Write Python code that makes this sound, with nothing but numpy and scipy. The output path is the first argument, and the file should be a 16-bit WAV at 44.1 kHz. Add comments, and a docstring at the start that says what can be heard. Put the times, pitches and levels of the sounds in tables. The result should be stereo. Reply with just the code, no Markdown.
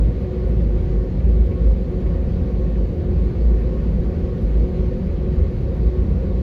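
"""Inside an airliner cabin while it taxis, a two-port microphone held by the window.
From the start the hull booms and thrums as the wheels roll over uneven slabs: near sines shaken in pitch and level.
Engines and air vents roar and hiss as shaped noise through the walls, with a steady low hum beneath.
Two hydraulic pumps, slightly out of step, whine and beat: harmonics and mixing tones one beat apart.
From half a second on, the trim or cloth rustles faintly now and then: short puffs of grainy band noise."""
import sys
import numpy as np
from scipy import signal
from scipy.fft import rfft, irfft
from scipy.io import wavfile
from scipy.ndimage import uniform_filter1d

SR = 44100
rng = np.random.default_rng(int(sys.argv[2]) if len(sys.argv) > 2 else 0)


def bounce(signal):
    """Save signal as a 16-bit WAV file at the path given by the first command-line argument."""
    frames = np.transpose(np.atleast_2d(signal))
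    limited = np.clip(frames, -1, 1)
    pcm = np.round(limited * 32767).astype(np.int16)
    wavfile.write(sys.argv[1], SR, pcm)


N = 283116  # length in samples
LOW_CUT_HZ, EDGE_HZ = 23, 15750  # the microphone's bass cut and the upper band limit

# Stereo spread by frequency; the top treble is nearly alike in both channels, with shifted phase.
# Each row: frequency in Hz, likeness from 0 to 1, lead of the left channel in radians,
# excess of the left channel in dB.
STEREO_SPREAD = [(60, 0.97, 0, 1.5), (120, 1, 0, 1), (238, 0.99, 0.46, 0.5), (340, 0.71, 0.44, 5.5),
                 (487, 0.92, -0.3, 0.5), (643, .15, 1, -2.3), (830, 0.4, 2.5, 1.5), (1280, 0, 3.5, -1),
                 (1600, 0.7, 3.5, -3.5), (1760, 0.8, 7, 6), (2590, .55, 7, 2.5), (3650, 0.4, 7, 6.5),
                 (5030, 0.6, 6.5, 6), (7300, 0.3, 4.5, 1.5), (7740, 1, 2.5, -0.5), (8850, 1, 3, 0.5),
                 (9550, 0.7, 1.8, 0), (10700, 0.98, 1.16, 1), (13400, 0.96, -0.5, 0), (14000, .9, -2.5, 1),
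                 (15200, 0.99, -3, 0.5)]


def gain_of(db):
    """Decibels to amplitude."""
    return 10 ** (np.asarray(db) / 20)


def evened(x):
    """Scales to unit rms."""
    return x / np.sqrt(np.mean(x ** 2) + 1e-20)


def read(points, hz):
    """Every column of a table at hz, on a log-frequency axis."""
    f, *columns = np.transpose(points)
    return [np.interp(np.log(hz + 1), np.log(f + 1), c) for c in columns]


def drift(rate):
    """Slow chance of unit rms: noise smoothed twice over 1 / rate seconds."""
    size = int(SR / rate)
    once = uniform_filter1d(rng.standard_normal(N), size)
    return evened(uniform_filter1d(once, size))


def tone(hz):
    """A sine of unit rms that follows a pitch curve from a random phase."""
    return np.sqrt(2) * np.sin(2 * np.pi * (np.cumsum(hz) / SR + rng.random()))


def fan_hum():
    """A steady hum, perhaps a duct fan: harmonics of one slightly drifting speed."""
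    # Each row: harmonic number, level in dB before the port trim.
    fan_harmonics = [(1, -41), (4, -68.5)]
    speed_hz = 229.2 + .2 * drift(rate=0.88)
    return sum(gain_of(db) * tone(order * speed_hz) for order, db in fan_harmonics)


def rustles():
    """Trim or cloth rubs faintly: grainy band noise with a quick start and a bell-shaped fall."""
    # Each row: start in seconds, fall time in seconds, level in dB before the rise and fall,
    # centre in Hz, width in Hz before the band is held between 200 Hz and the upper limit.
    puff_list = [(0.476, .03, -68, 10200, 600), (1.2, 0.016, -51, 2280, 350),
                 (1.253, .012, -65, 9500, 7970), (1.3, 0.053, -74, 9800, 1500),
                 (1.367, 0.047, -59, 1700, 905), (1.451, 0.0094, -63, 13500, 3470),
                 (1.469, .004, -54, 7560, 6000), (1.474, 0.048, -76, 7960, 6000),
                 (1.51, 0.022, -49, 2100, 800), (1.949, 0.059, -75, 7500, 2980),
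                 (2.057, 0.039, -51.5, 2009, 904), (2.519, 0.032, -72.5, 8910, 4000),
                 (2.752, 0.026, -51, 1893, 900), (2.869, 0.037, -76, 10970, 3000),
                 (3.225, 0.065, -74, 11130, 3000), (3.576, 0.037, -55.5, 2111, 892.6),
                 (3.597, 0.033, -70, 10760, 4000), (3.72, 0.048, -75, 5990, 3000),
                 (4.415, 0.04, -65.5, 8900, 5970), (4.467, 0.15, -74, 9146, 6986),
                 (4.923, 0.033, -54, 1793, 1001), (5.4, .05, -74, 11000, 2992)]
    left = np.zeros(N)
    for start_s, length_s, db, hz, width in puff_list:
        t = np.arange(0, 2 * length_s, 1 / SR)
        grain = rng.standard_normal((N // 20, 2))[:len(t)].prod(1)  # a product of two noises is spikier
        band = [max(hz - width / 2, 200), min(hz + width / 2, EDGE_HZ)]
        band_pass = signal.butter(2, band, "bandpass", fs=SR, output="sos")
        puff = evened(signal.sosfilt(band_pass, grain))
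        envelope = np.minimum(t / 0.0024, 1) * np.exp(-(t / length_s) ** 2)
        left[round(start_s * SR):][:len(t)] += gain_of(db) * puff * envelope
    lead = read(STEREO_SPREAD, np.fft.rfftfreq(N, 1 / SR))[1]
    right = irfft(rfft(left) * np.exp(-1j * lead), N)  # the same puffs, shifted in phase
    return np.array([left, right])


def cabin_noise(patchy_db=0.57, treble_db=1.0, standing_db=0.48, surge_db=0.8):
    """Rumble, roar and hiss as random short-time spectra; the right is partly a shifted left."""
    # Broad noise: rolling rumble, engine roar through the wall, air-vent hiss.
    # Each row: frequency in Hz, level in dB per Hz (mean power of the channels) before the unevenness.
    rumble = [(18, -66), (28, -52.5), (38, -45), (46, -37.5), (54, -44.5), (64, -40), (72, -41),
              (80, -47.5), (92, -48.5), (110, -45.5), (145, -49), (165, -45), (192, -46), (205, -49.5),
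              (220, -53), (238, -54.5), (248, -53), (260, -56.5), (300, -59)]
    roar = [(348, -53.5), (395, -55.5), (430, -61), (475, -57.5), (495, -57.5), (515, -56), (540, -57),
            (558, -59.5), (575, -64.5), (610, -68), (660, -70), (705, -69.5), (800, -73), (880, -75.5),
                   (940, -73), (1000, -77.5), (1070, -78), (1150, -75.5), (1230, -79.5), (1300, -83.5),
            (1370, -83.5), (1450, -79), (1510, -80.5), (1570, -78.5), (1635, -82), (1670, -84.5)]
    hiss = [(1900, -84), (2090, -85), (2200, -84), (2490, -88.5), (2570, -86), (2730, -91.5), (2900, -89.5),
            (3050, -91), (3220, -90), (3380, -92.5), (4000, -92), (4600, -94), (5100, -99.5), (6500, -103),
            (8000, -107), (10000, -109), (12000, -112), (14000, -116.5), (15600, -121)]
    size, hop = 4096, 1024  # samples
    frames, hz = N // hop + 5, np.fft.rfftfreq(size, 1 / SR)
    a, b, c, d, patches, surges = rng.standard_normal((frames, len(hz), 6)).T
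    # rows are frequency, columns are time
    surges = uniform_filter1d(surges, size=200, axis=0)
    surges = evened(uniform_filter1d(surges, size=2, axis=1))
    patches = uniform_filter1d(patches, size=40, axis=0)
    patches = evened(uniform_filter1d(patches, size=2, axis=1))

    same, lead, balance_db = (v[:, None] for v in read(STEREO_SPREAD, hz))
    same = np.clip(same, 0, 1)
    left = a + 1j * b
    right = same * left + np.sqrt(1 - same ** 2) * (c + 1j * d)
    right = right * np.exp(-1j * lead)
    share = np.sqrt(1 / (1 + gain_of(-2 * balance_db)))  # the two channels split the power
    spectra = np.array([left * share, right * np.sqrt(1 - share ** 2)])

    # standing waves make narrow fixed peaks and dips
    standing = evened(uniform_filter1d(rng.standard_normal((len(hz), 1)), size=3, axis=0))
    spectra *= gain_of(standing_db * standing * (hz > 250)[:, None])
    level_db = read([*rumble, *roar, *hiss], hz)[0][:, None]
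    flicker_db = patchy_db + treble_db * np.clip(hz / 9000, 0, 1)[:, None]  # the treble flickers more
    vent_db = surge_db * surges * (hz > 900)[:, None]  # the vent air surges unevenly over wide bands
    spectra *= gain_of(level_db + flicker_db * patches + vent_db)
    noise = signal.istft(spectra, SR, nperseg=size, noverlap=size - hop, scaling="psd")[1][:, :N]
    return np.sqrt(2) * noise * gain_of(.25 * drift(rate=1.7))


def pumps(wander_turns=.015, slow_db=1.0, fast_db=1.4):
    """Pressure ripple: tones one beat apart line up once a beat, so harmonics swell and fade."""
    # Both pumps and their mixing tones. Each row: harmonic number, beats above it,
    # left and right level in dB before the random unevenness.
    ripple = [(1, 0, -38, -41), (1, 1, -34, -43), (1, 2, -55, -60), (2, -1, -70, -67), (2, 0, -60, -73),
              (2, 1, -72, -60), (2, 2, -66, -57), (3, -1, -68, -70), (3, 0, -63, -64), (3, 1, -66, -68),
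              (3, 2, -68, -77), (3, 3, -66, -67), (4, -1, -81, -76), (4, 0, -72, -72), (4, 1, -82, -71),
              (4, 2, -75, -79), (4, 3, -84, -72), (4, 4, -77, -73), (5, -1, -74, -79), (5, 0, -76, -77),
              (5, 1, -72, -77), (5, 2, -70, -75), (5, 4, -76, -84), (5, 6, -79, -86), (6, -1, -76, -89),
              (6, 1, -78, -81), (6, 2, -75, -93), (6, 3, -81, -95), (6, 5, -81, -92), (7, -1, -86, -87),
              (7, 1, -83, -87), (7, 2, -87, -87), (7, 4, -87, -88)]
    # One row a harmonic: first swell of the beat in seconds at the left port, then at the right,
    # lead of the left port in radians, lag in turns of the overtones nearer the faster pump.
    swell = [(.35, .48, .3, 0), (.26, .3, .4, -.13), (.39, .39, 1.2, .3), (.49, .47, -1.85, .09),
             (.48, .48, 1.15, .13), (.3, .51, -1.5, -.19), (.33, .33, .8, 0)]
    pump_hz, beat_hz = 364.795, 1.809  # the slower pump, and how much faster the other runs
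    t, out = np.arange(N) / SR, np.zeros((2, N))
    for order, beats, *db in ripple:
        *swell_s, lead, lag = swell[order - 1]
        since = t - np.array(swell_s)[:, None]
        turns = order * pump_hz * t + beats * beat_hz * since + wander_turns * drift(rate=4.2)
        turns -= lag * (beats > order / 2)  # the lag spreads the line-up, so swells last
        # a modest random unevenness in level, drawn separately for each tone
        unevenness = gain_of(slow_db * drift(rate=7.6) + fast_db * np.tanh(drift(rate=33)))
        wave = np.cos(2 * np.pi * turns - np.array([[0], [lead]]))
        out += np.sqrt(2) * gain_of(db)[:, None] * unevenness * wave
    return out


def hull_mode(level_db, hz, wobble, sway, flutter_db, flutter_rate):
    """One hull mode: a near sine whose pitch (by fractions) and level are jostled by the ground."""
    pitch = hz * (1 + wobble * drift(rate=23.4) + sway * drift(rate=4.86))
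    flutter = gain_of(flutter_db * np.tanh(drift(rate=flutter_rate)))
    return gain_of(level_db) * evened(flutter) * tone(pitch)


def hull():
    """The ground shakes the two lowest hull modes: a boom of moving pitch and a higher thrum."""
    # Each row: time in seconds, boom pitch in Hz before the jostling,
    # boom and thrum level in dB before flutter and port trim.
    shake = [(0.0, 56, -12, -32), (0.05, 54.2, -15.5, -32), (0.27, 58.7, -30, -34),
             (0.36, 54.2, -25.5, -30), (0.55, 54.8, -13, -33), (0.77, 50.5, -21, -32),
             (0.82, 50.76, -19, -17), (0.88, 51.07, -24.5, -27), (0.98, 51.7, -13, -39),
             (1.07, 53.2, -25.5, -27), (1.14, 56.83, -27, -37), (1.21, 57.4, -16.5, -23.5),
             (1.32, 54.4, -12, -20.5), (1.43, 54.65, -10.5, -26), (1.54, 57.2, -27, -25),
             (1.66, 54.33, -10.5, -28), (1.97, 54.26, -24.5, -33.5), (2.16, 52.8, -20.5, -26),
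             (2.22, 54.55, -18, -27), (2.29, 58.66, -23.5, -50), (2.41, 58.64, -23, -19),
             (2.45, 58.1, -25, -32), (2.63, 53.04, -17, -35), (2.84, 53.3, -15, -31),
             (2.88, 53, -29, -28.5), (2.95, 54.66, -31, -33), (3.16, 54.52, -13, -17.5),
             (3.33, 54.54, -22.5, -40), (3.38, 54.7, -20.5, -19), (3.45, 54.13, -13, -35),
             (3.84, 55.75, -20.5, -33), (3.92, 52.4, -23, -41), (3.99, 51.66, -18.5, -26.5),
             (4.11, 55.23, -22, -33), (4.17, 53.7, -29, -21.5), (4.24, 53.0, -15, -30),
             (4.34, 53.2, -29, -26), (4.42, 53.2, -22, -46), (4.47, 53.6, -17.5, -29.5),
             (4.65, 53, -14, -26.5), (4.68, 52.9, -28.5, -31), (4.85, 53.1, -20, -25),
             (4.92, 55.5, -29, -25.5), (4.97, 57.2, -20, -41), (5.04, 56.5, -33, -30),
             (5.09, 54.1, -26, -27), (5.24, 54.7, -19.5, -39), (5.38, 53.1, -20, -19.5),
             (5.43, 55.1, -14.5, -20), (5.52, 55.8, -31, -26.5), (5.61, 56.37, -24, -39),
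             (5.69, 57.37, -29.5, -25.5), (5.81, 57.3, -19, -27), (5.88, 57.3, -13, -43),
             (5.92, 57.22, -16, -29), (6.02, 56.7, -16, -24), (6.08, 54.43, -28, -32),
             (6.11, 54.43, -17, -20.5), (6.26, 57.5, -21.5, -34), (6.42, 57.0, -18, -23.5)]
    s, *columns = np.transpose(shake)
    boom_hz, boom_db, thrum_db = (np.interp(np.arange(N) / SR, s, c) for c in columns)
    boom = hull_mode(boom_db, boom_hz, wobble=0.027, sway=0.0049, flutter_db=2.5, flutter_rate=27)
    thrum = hull_mode(thrum_db, 79.55, wobble=0.036, sway=0.015, flutter_db=4.5, flutter_rate=54)
    return boom + thrum


def scene():
    """Hull and fan hum reach both ports in step, the right a little weaker; the rest is two-port."""
    port_trim = gain_of([[-.3], [-1.8]])  # left, right
    return (hull() + fan_hum()) * port_trim + cabin_noise() + pumps() + rustles()


def record(dry):
    """The microphone drops the deepest bass; then the band limit."""
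    bass_cut = signal.butter(2, LOW_CUT_HZ, "highpass", fs=SR, output="sos")
    thinned = signal.sosfilt(bass_cut, dry)
    band_limit = signal.firwin(511, EDGE_HZ, window=("kaiser", 9), fs=SR)
    return signal.oaconvolve(thinned, band_limit[None], "same")


dry = scene()
out = record(dry)
bounce(out)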